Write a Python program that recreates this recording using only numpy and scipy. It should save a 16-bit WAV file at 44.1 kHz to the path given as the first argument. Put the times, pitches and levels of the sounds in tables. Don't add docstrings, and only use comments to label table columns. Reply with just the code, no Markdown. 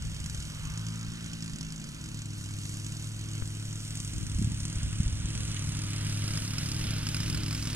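import sys
import numpy as np
from scipy import signal
from scipy.fft import rfft, irfft, next_fast_len
from scipy.io import wavfile
from scipy.ndimage import uniform_filter1d, map_coordinates

SR = 44100
rng = np.random.default_rng(int(sys.argv[2]) if len(sys.argv) > 2 else 0)


def inscribe(sig):
    pcm = np.round(np.clip(np.atleast_2d(sig).T, -1, 1) * 32767)
    wavfile.write(sys.argv[1], SR, pcm.astype(np.int16))


N = 341775
TIME = np.arange(N) / SR
SIZE = next_fast_len(N + 8192)
BINS = np.arange(SIZE // 2 + 1) * SR / SIZE

# [t/s, stroke rate f/Hz]
STROKE_RATE = [(0, 106), (.45, 104.7), (.7, 106.5), (.88, 110), (1.22, 111.6), (1.62, 106.6), (1.85, 105.7),
               (2.15, 106.5), (2.45, 103), (2.65, 103.7), (3.15, 107.2), (3.45, 105), (3.7, 107.2),
               (4.3, 104.8), (4.55, 106.5), (5.45, 106.8), (5.62, 103.3), (6.3, 105.3), (6.9, 106),
               (7.15, 104), (7.75, 105.8)]
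# [t/s, strength level/dB, relative]
HARD_FIRINGS = [(0.2007, 9.0), (0.2404, 7.5), (0.2598, 11.0), (0.2972, 10.5), (0.3456, 11.0), (0.401, 8.5),
                (0.4237, 7.0), (0.6514, 10.5), (0.6993, 7.5), (0.7744, 11.5), (0.7928, 7.0), (0.8654, 10.5),
                (0.8839, 9.0), (1.2605, 9.0), (1.3321, 11.0), (1.4234, 11.0), (1.4416, 8.5), (1.496, 7.5),
                (1.5332, 7.5), (1.5584, 8.0), (1.5845, 7.5), (1.609, 13.5), (1.6284, 7.5), (1.7215, 11.0),
                (1.7981, 8.0), (1.8407, 8.5), (2.1435, 9.0), (2.2176, 8.0), (2.256, 8.0), (2.6531, 7.5),
                (2.6925, 8.0), (2.7691, 8.0), (2.8641, 9.0), (2.92, 8.5), (3.351, 7.0), (3.4745, 7.5),
                (3.6526, 7.0), (3.9524, 8.5), (3.9714, 7.5), (4.0006, 9.0), (4.0467, 8.0), (4.1333, 7.0),
                (4.2662, 8.0), (4.3852, 8.0), (4.4236, 10.5), (4.4435, 9.0), (4.5166, 9.0), (4.5436, 7.0),
                (4.6014, 10.0), (4.6518, 13.5), (4.7551, 9.0), (4.8302, 11.0), (4.9277, 7.5), (5.256, 7.0),
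                (5.351, 10.5), (5.3757, 8.5), (5.5146, 8.0), (5.768, 7.5), (5.7887, 7.5), (6.0661, 7.5),
                (6.2776, 7.5), (6.3724, 8.5), (6.5054, 7.5), (6.5817, 12.0), (6.7156, 9.5), (6.9062, 11.0),
                (7.0671, 10.0), (7.0875, 9.5), (7.1444, 12.0), (7.1651, 11.0), (7.202, 12.0),
                (7.2981, 10.5), (7.3455, 9.5), (7.3731, 8.5), (7.4325, 8.0), (7.4809, 8.5), (7.5083, 8.0),
                (7.5268, 9.0), (7.5472, 8.5), (7.6241, 9.0), (7.6712, 10.5)]
# [t/s, distance/m]
DISTANCE = [(0, 38.6), (2.2, 41.9), (3.8, 38.8), (6.3, 26.2), (7.75, 28.1)]
# [t/s, how much later the left port hears it/microseconds]
LEFT_DELAY = [(0, 131), (1.2, 147), (2.8, 142), (4.3, 110), (6.1, 72.2), (7.75, 39)]

# [f/Hz, relative level/dB]
SILENCER_TONE = [(25, -19.5), (42, -3.5), (62, 2.5), (85, -15), (108, 0.5), (152, 8), (180, 1.5),
                 (215, -2.5), (257, -2.5), (292, -12), (320, -7), (370, -21), (425, -27), (520, -46.5),
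                 (1000, -23), (3000, -103)]
RUSH_TONE = [(150, 17), (400, -2), (600, 0.5), (780, -8), (1000, -12), (1450, -0.5), (1750, -3.5),
             (2400, 0.5), (3100, 1), (3900, -1.5), (5000, -4.5), (9000, -32), (16000, -30)]
HISS_TONE = [(2000, -31), (3800, 0), (5050, -1), (5700, 4), (6900, 2), (7800, 2.5), (9100, 2.5),
             (10000, -2), (11000, -9), (13000, -15), (16000, -25)]
CRACK_TONE = [(700, -26), (1500, -10), (3000, -3), (4200, -4.5), (5050, -2.5), (5800, 0.5), (6900, 3.5),
              (7900, -1), (9500, -4), (11000, -16), (16000, -38)]
RING_TONE = [(800, -34), (1400, -12), (2000, -15), (3000, -9.5), (3800, -17), (4700, -16), (5100, 0),
             (5400, -3), (5900, -14), (6800, -14), (8500, -40)]
HOLLOW_TONE = [(600, -23), (780, -14.5), (890, -3), (1020, -5), (1180, -1), (1400, -3.5), (1750, -9.5),
               (2200, -6.5), (2600, -10), (3000, -5), (4000, -28)]
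WIND_TONE = [(15, -18), (33, -1.5), (70, 2), (130, -7), (220, -16), (400, -42.5), (1000, -88)]
CHURN_TONE = [(30, -32), (90, -6), (170, -7), (260, -14), (400, -33), (1000, -60.5)]
TWIG_TONE = [(1000, -19), (2200, -4), (2700, 5), (3300, 1), (4100, -1), (4800, -20), (6800, 4),
             (12000, -45)]
LEAVES_TONE = [(100, -5), (400, -14.5), (800, -11), (2000, -53), (6000, -44), (11000, -29), (16000, -33)]

# [f/Hz, left minus right level/dB]
PORT_SHADE = [(200, 0.35), (350, -0.5), (550, -8), (800, -15), (1100, -4.5), (1850, 3.5), (2600, -9.5),
              (3100, -9), (3800, -0.5), (5200, -3.5), (6500, -5), (8200, 0.5), (10200, 8), (12000, 0.5)]
# [f/Hz, lead of the right port/radians]
PORT_PHASE = [(100, 0.07), (330, 0.79), (600, 2), (720, 1.5), (880, 0.38), (1600, -0.09), (2450, 0.58),
              (3200, 0), (4000, 0.5), (7000, 0.46), (9000, 0.39), (11500, 2.13)]
# [t/s of the middle, width at half power/s, rumble level/dB before churning and patches]
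GUSTS = [(.06, .16, -37), (.39, .1, -41), (.68, .14, -44), (1.05, .06, -44), (1.6, .2, -47),
         (4.18, .18, -37), (4.44, .13, -32), (4.64, .12, -41), (4.87, .22, -40), (5.07, .14, -37.5),
         (5.32, .2, -39.5), (5.55, .12, -44), (5.7, .08, -42), (7.1, .6, -50), (7.41, .09, -39)]
# [t/s of the middle, peak level/dB, f/Hz]
EDDIES = [(0.39, -30, 44.4), (4.36, -24.5, 45), (4.396, -21.5, 109), (4.419, -21, 139), (4.45, -21, 75),
          (4.476, -23, 121), (4.521, -29, 109), (4.629, -31, 45), (4.772, -24.5, 48), (5.005, -13.5, 95),
          (5.068, -20, 48), (5.128, -23, 60), (5.25, -23.5, 77), (5.69, -24.5, 80)]
# [t/s of the middle, width/s, level change/dB]
GRASS_PATCHES = [(0.103, 0.63, -0.5), (2.752, 0.36, 2), (3.99, 0.37, 3)]
# [start t/s, attack/s, hold/s, release/s, level change/dB]
HUM_DIPS = [(-.1, 0.25, 0.45, 0.17, -7), (0.852, 0.3, .6, 0.31, -6)]

FAR_M = 40
THUMP_DB, THUMP_NEARING_DB = -42, 6.5
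HUM_DB, HUM_NEARING_DB = -38.5, 5
OVERTONES_DB, OVERTONES_NEARING_DB = -56.5, 7
RUSH_DB, RUSH_NEARING_DB = -46.5, 12.5
TREBLE_DB, TREBLE_NEARING_DB = -49.5, 12

# (start s, attack s, hold s, release s)
TURN = (0.44, 0.26, 1, 0.56)
TURN_THUMP_DB, TURN_TREBLE_DB, TURN_OVERTONES_DB = 2, -2, -6
TURN_BASS_DB, TURN_BODY_DB, BODY_NEARING_DB = -6, 0.5, 2
EVEN_RUN = (.55, .12, 1.1, .1)
SKIP_STROKES, EVEN_STROKES = 2.58, 2
AWAY_UNTIL_S, AWAY_FADE_S = 0.7, 0.32
AWAY_BODY_DB, AWAY_OVERTONES_DB = -7.5, -6
SHADOW_S, SHADOW_LENGTH_S, SHADOW_THUMP_DB, SHADOW_HUM_DB = 1.84, 0.44, -1.5, -13.5
SIDE_ON_S, SIDE_ON_RISE_S = 7.03, 1
SIDE_ON_BODY_DB, SIDE_ON_OVERTONES_DB = 3.5, 3

HOLLOW_SWELL = (0.11, 0.6, 0.25, 1.2)
HOLLOW_DB, HOLLOW_RISE_DB = -15.5, 9
HOLLOW_GLIDE, HOLLOW_GLIDE_S, HOLLOW_GLIDE_LENGTH_S = .28, 1.38, .8
OCTAVE_SWELL = (0.78, 0.14, 0.94, 0.14)
OCTAVE_DB, OCTAVE_RISE_DB = -58.5, 8.5

RING_AWAY_DB, RING_FACING_DB = -17, 0.5
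FACES_S, FACES_RISE_S = 5.36, 0.75
TURN_FACING = 0.72
RING_WANDER_HZ = 450

BREEZE_DB = -57
CHURN_DB = -22
TAP_S, TAP_DB, TAP_DECAY_S = 3.423, -18, 0.0042
TWIG_S, TWIG_DB, TWIG_DECAY_S = 5.566, -35.5, 0.011
TOP_HZ = 15900


def undb(db):
    return 10 ** (np.asarray(db) / 20)


def unit(x):
    return x / np.sqrt(np.mean(x ** 2))


def track(table):
    s, value = np.transpose(table)
    return np.interp(TIME, s, value)


def over_bins(points):
    hz, value = np.transpose(points)
    return np.interp(np.log(BINS + 1), np.log(hz), value)


def filtered(x, response):
    return irfft(rfft(x, SIZE) * response, SIZE)[..., :N]


def colour(x, points, causal=1):
    cepstrum = irfft(np.log(undb(over_bins(points))), SIZE)
    cepstrum[1:SIZE // 2] *= 1 + causal
    cepstrum[SIZE // 2 + 1:] *= 1 - causal
    return unit(filtered(x, np.exp(rfft(cepstrum))))


def noise():
    return rng.standard_normal(N)


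def walk(rate):
    k = int(SR / rate)
    steps = np.repeat(rng.standard_normal(N // k + 1), k)
    return 1.53 * uniform_filter1d(uniform_filter1d(steps, k), k)[:N]


def fade(start_s, decay_s):
    return (TIME >= start_s) * np.exp(-np.abs(TIME - start_s) / decay_s)


def envelope(start_s, attack_s, hold_s, release_s):
    corners_s = np.cumsum([0, attack_s, hold_s, release_s])
    return np.interp(TIME - start_s, corners_s, [0, 1, 1, 0])


def swell(s, length_s):
    return .5 ** ((2 * (TIME - s) / length_s) ** 2)


def pulses(at, size):
    return np.bincount(at, size, N)[:N]


def shifted(x, hz):
    spin = np.exp(2j * np.pi * np.cumsum(hz) / SR)
    return np.real(signal.hilbert(x, SIZE)[:N] * spin)


def toned(x, bass_db, body_db, below_hz=95, body_hz=280):
    bass = filtered(x, 1 / (1 + (BINS / below_hz) ** 6))
    body = filtered(x, np.exp(-(np.log((BINS + 1) / body_hz) / .35) ** 2))
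    return x + (undb(bass_db) - 1) * bass + (undb(body_db) - 1) * body


def leaves(db=-63, sway_db=1):
    rustle = np.array([colour(noise(), LEAVES_TONE) for _ in range(2)])
    return rustle * undb(db + sway_db * walk(1.0))


def wind(patchy_db=3.7, unlike=0.87, unlike_hz=170):
    gust_power = sum(undb(db) ** 2 * swell(s, length_s) for s, length_s, db in GUSTS)
    gust = np.sqrt(undb(BREEZE_DB) ** 2 + gust_power)
    churning = gust / undb(CHURN_DB)
    common = colour(noise(), WIND_TONE) + churning * colour(noise(), CHURN_TONE)
    side = colour(noise(), WIND_TONE) + churning * colour(noise(), CHURN_TONE)
    side = unlike * filtered(side, BINS / np.hypot(BINS, unlike_hz))
    rumble = (common + side * np.array([[1], [-1]])) * gust * undb(patchy_db * walk(16))
    for s, db, hz in EDDIES:
        angle = np.clip(2 * np.pi * hz * (TIME - s), -10, 10)
        rumble = rumble + undb(db) * angle * np.exp((1 - angle ** 2) / 2)
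    return rumble


def ticks(tap_right=0.08, soft_hz=300, click_hz=1350, click=0.49, click_s=0.00052):
    push = filtered(fade(TAP_S, TAP_DECAY_S), 1 / (1 + 1j * BINS / soft_hz))
    thin_click = click * fade(TAP_S, click_s) * np.sin(2 * np.pi * click_hz * (TIME - TAP_S))
    tap = (push + thin_click) * np.array([[1], [tap_right]])
    twig = np.array([colour(noise(), TWIG_TONE) for _ in range(2)]) * fade(TWIG_S, TWIG_DECAY_S)
    return undb(TAP_DB) * tap + undb(TWIG_DB) * twig


def scatter(x, db=-10, low_hz=450):
    thin = signal.hilbert(filtered(x, BINS ** 2 / (BINS ** 2 + low_hz ** 2)), SIZE)
    echoes = []
    for late_s in (.0031, .0047):
        late = np.roll(thin, int(late_s * SR))[:N]
        echoes.append(late * np.exp(1j * np.pi * walk(40)))
    return undb(db) * np.real(echoes)


def ports(x):
    delay_s = track(LEFT_DELAY) / 10 ** 6
    late = map_coordinates(x, [(TIME - delay_s) * SR], order=5)
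    left = filtered(late, np.exp(-1j * over_bins(PORT_PHASE)))
    direct = np.array([left, x])
    shade = undb(np.array([[1], [-1]]) * over_bins(PORT_SHADE) / 2)
    shade = shade / np.sqrt(np.mean(shade ** 2, axis=0))
    return filtered(direct + scatter(x), shade)


def blade(at, shape, chop=.3, chop_s=0.0036, flutter_db=1.5):
    passes = unit(filtered(pulses(at, None), rfft(fade(0, chop_s), SIZE)))
    return colour(noise() * (1 + chop * passes), shape) * undb(flutter_db * walk(14))


def deck(at, near):
    glide = 1 + HOLLOW_GLIDE * swell(HOLLOW_GLIDE_S, HOLLOW_GLIDE_LENGTH_S)
    hollow = blade(at, HOLLOW_TONE, chop=0.064, flutter_db=1.3)
    hollow = map_coordinates(hollow, [np.cumsum(glide)], mode="mirror")
    hollow_db = HOLLOW_DB + HOLLOW_RISE_DB * envelope(*HOLLOW_SWELL)
    rush = blade(at, RUSH_TONE, chop=0.071, flutter_db=0.73)
    return undb(RUSH_DB + RUSH_NEARING_DB * near) * (rush + undb(hollow_db) * hollow)


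def crank(wobble=0.0026, inertia_s=.12):
    turns = np.cumsum(track(STROKE_RATE) * (1 + wobble * walk(14))) / SR
    hard_s, span = np.transpose(HARD_FIRINGS)[0], int(inertia_s * SR)
    phasor = np.interp(TIME, hard_s, np.exp(2j * np.pi * np.interp(hard_s, TIME, turns)))
    phase = np.unwrap(np.angle(uniform_filter1d(phasor, span)))
    ahead = np.interp(hard_s, TIME, phase) / (2 * np.pi)
    return turns - uniform_filter1d(np.interp(TIME, hard_s, ahead), span)


def firings(turns, even, usual_db=9.5, per_skip_db=2.5, uneven_db=5.5, even_scatter_db=3.0, most_db=6.0):
    at = np.flatnonzero(np.diff(np.floor(turns)) > 0)
    hard = {int(np.argmin(np.abs(at - s * SR))): (s, db) for s, db in HARD_FIRINGS}
    wait = SKIP_STROKES + (EVEN_STROKES - SKIP_STROKES) * even[at]
    intake_chance, strength_chance = rng.standard_normal((len(at), 2)).T
    intake = (1 + .15 * (wait - 2) * intake_chance) / wait
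    scatter_db = (uneven_db + (even_scatter_db - uneven_db) * even[at]) * strength_chance
    strength, charge, last = np.zeros(len(at)), 0, 0
    for k in range(len(at)):
        charge += intake[k]
        if k in hard:
            s, db = hard[k]
            at[k], strength[k] = int(s * SR), undb(db)
            charge, last = 1 / 10, k
        elif charge >= 1 and k - last >= 2 and k + 1 not in hard:
            level_db = usual_db + per_skip_db * (k - last - 4.5) + scatter_db[k]
            strength[k] = undb(min(most_db, level_db))
            charge, last = charge - 1, k
    return at, strength


def outlet(at, strength, ring_db, wander_hz, rise_s=0.00089, decay_s=0.0027, miss=0.065, tail=0.11, tail_s=0.01):
    burst = (1 - fade(0, rise_s)) * (fade(0, decay_s) + tail * fade(0, tail_s))
    gas = noise() * filtered(pulses(at, miss + strength), rfft(burst, SIZE))
    ring = shifted(colour(gas, RING_TONE), wander_hz)
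    return colour(gas, CRACK_TONE) + undb(ring_db) * ring


def treble(at, strength, near, turning, air_db=-1.23, crack_db=0.17, crack_nearing_db=-1.5):
    facing = TURN_FACING * turning + np.clip((TIME - FACES_S) / FACES_RISE_S, 0, 1)
    ring_db = RING_AWAY_DB + (RING_FACING_DB - RING_AWAY_DB) * facing
    cracks = outlet(at, strength, ring_db, RING_WANDER_HZ * turning * walk(30))
    hiss = blade(at, HISS_TONE, chop=0.41, flutter_db=1.0)
    patch_db = sum(db * swell(s, length_s) for s, length_s, db in GRASS_PATCHES)
    level_db = TREBLE_DB + TREBLE_NEARING_DB * near + TURN_TREBLE_DB * turning + patch_db
    return undb(level_db) * (undb(crack_db + crack_nearing_db * near) * cracks + undb(air_db) * hiss)


def silencer(at, strength, hardness=0.54, lead_s=0.00026):
    push = strength ** hardness
    surplus = push - uniform_filter1d(push, size=16)
    puffs = pulses(np.maximum(at - int(lead_s * SR), 0), surplus)
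    return colour(puffs, SILENCER_TONE, causal=.72)


def hum(turns, first_db, second_db, third_db, lag=0.084, third_lag=0.23, fourth_db=-11, waver_db=0.96,
        flicker_db=1.76):
    angle = 2 * np.pi * (turns + lag)
    low = undb(first_db) * np.cos(angle) - undb(second_db) * np.sin(2 * angle)
    third = np.cos(3 * angle + 2 * np.pi * third_lag + .2 * walk(25))
    fourth = undb(fourth_db) * np.cos(4 * angle + .6 * walk(20))
    low = low * undb(waver_db * walk(6.4))
    overtones = undb(third_db + flicker_db * walk(8)) * (third + fourth)
    return np.sqrt(2) * (low + overtones)


def engine(at, strength, turns, near, away, turning):
    shadow = swell(SHADOW_S, SHADOW_LENGTH_S)
    side_on = np.clip((TIME - SIDE_ON_S) / SIDE_ON_RISE_S, 0, 1)
    thump_db = THUMP_DB + THUMP_NEARING_DB * near + TURN_THUMP_DB * turning + SHADOW_THUMP_DB * shadow
    body_db = BODY_NEARING_DB * near + TURN_BODY_DB * turning
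    body_db = body_db + AWAY_BODY_DB * away + SIDE_ON_BODY_DB * side_on
    thumps = toned(silencer(at, strength), TURN_BASS_DB * turning, body_db)
    dips_db = sum(db * envelope(*shape) for *shape, db in HUM_DIPS)
    hum_db = HUM_DB + HUM_NEARING_DB * near + SHADOW_HUM_DB * shadow + dips_db
    octave_db = OCTAVE_DB + OCTAVE_RISE_DB * envelope(*OCTAVE_SWELL)
    overtones_db = OVERTONES_DB + OVERTONES_NEARING_DB * near + TURN_OVERTONES_DB * turning
    overtones_db = overtones_db + AWAY_OVERTONES_DB * away + SIDE_ON_OVERTONES_DB * side_on
    return undb(thump_db) * thumps + hum(turns, hum_db, octave_db, overtones_db)


def mower():
    near = np.log2(FAR_M / track(DISTANCE))
    away = 1 - np.clip((TIME - AWAY_UNTIL_S) / AWAY_FADE_S, 0, 1)
    turning = envelope(*TURN)
    turns = crank()
    at, strength = firings(turns, envelope(*EVEN_RUN))
    low_voice = engine(at, strength, turns, near, away, turning)
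    return low_voice + deck(at, near) + treble(at, strength, near, turning)


def scene():
    return ports(mower()) + leaves() + wind() + ticks()


def record(dry):
    low_pass = signal.ellip(10, .2, 80, TOP_HZ, fs=SR, output="sos")
    return signal.sosfilt(low_pass, dry)


dry = scene()
out = record(dry)
inscribe(out)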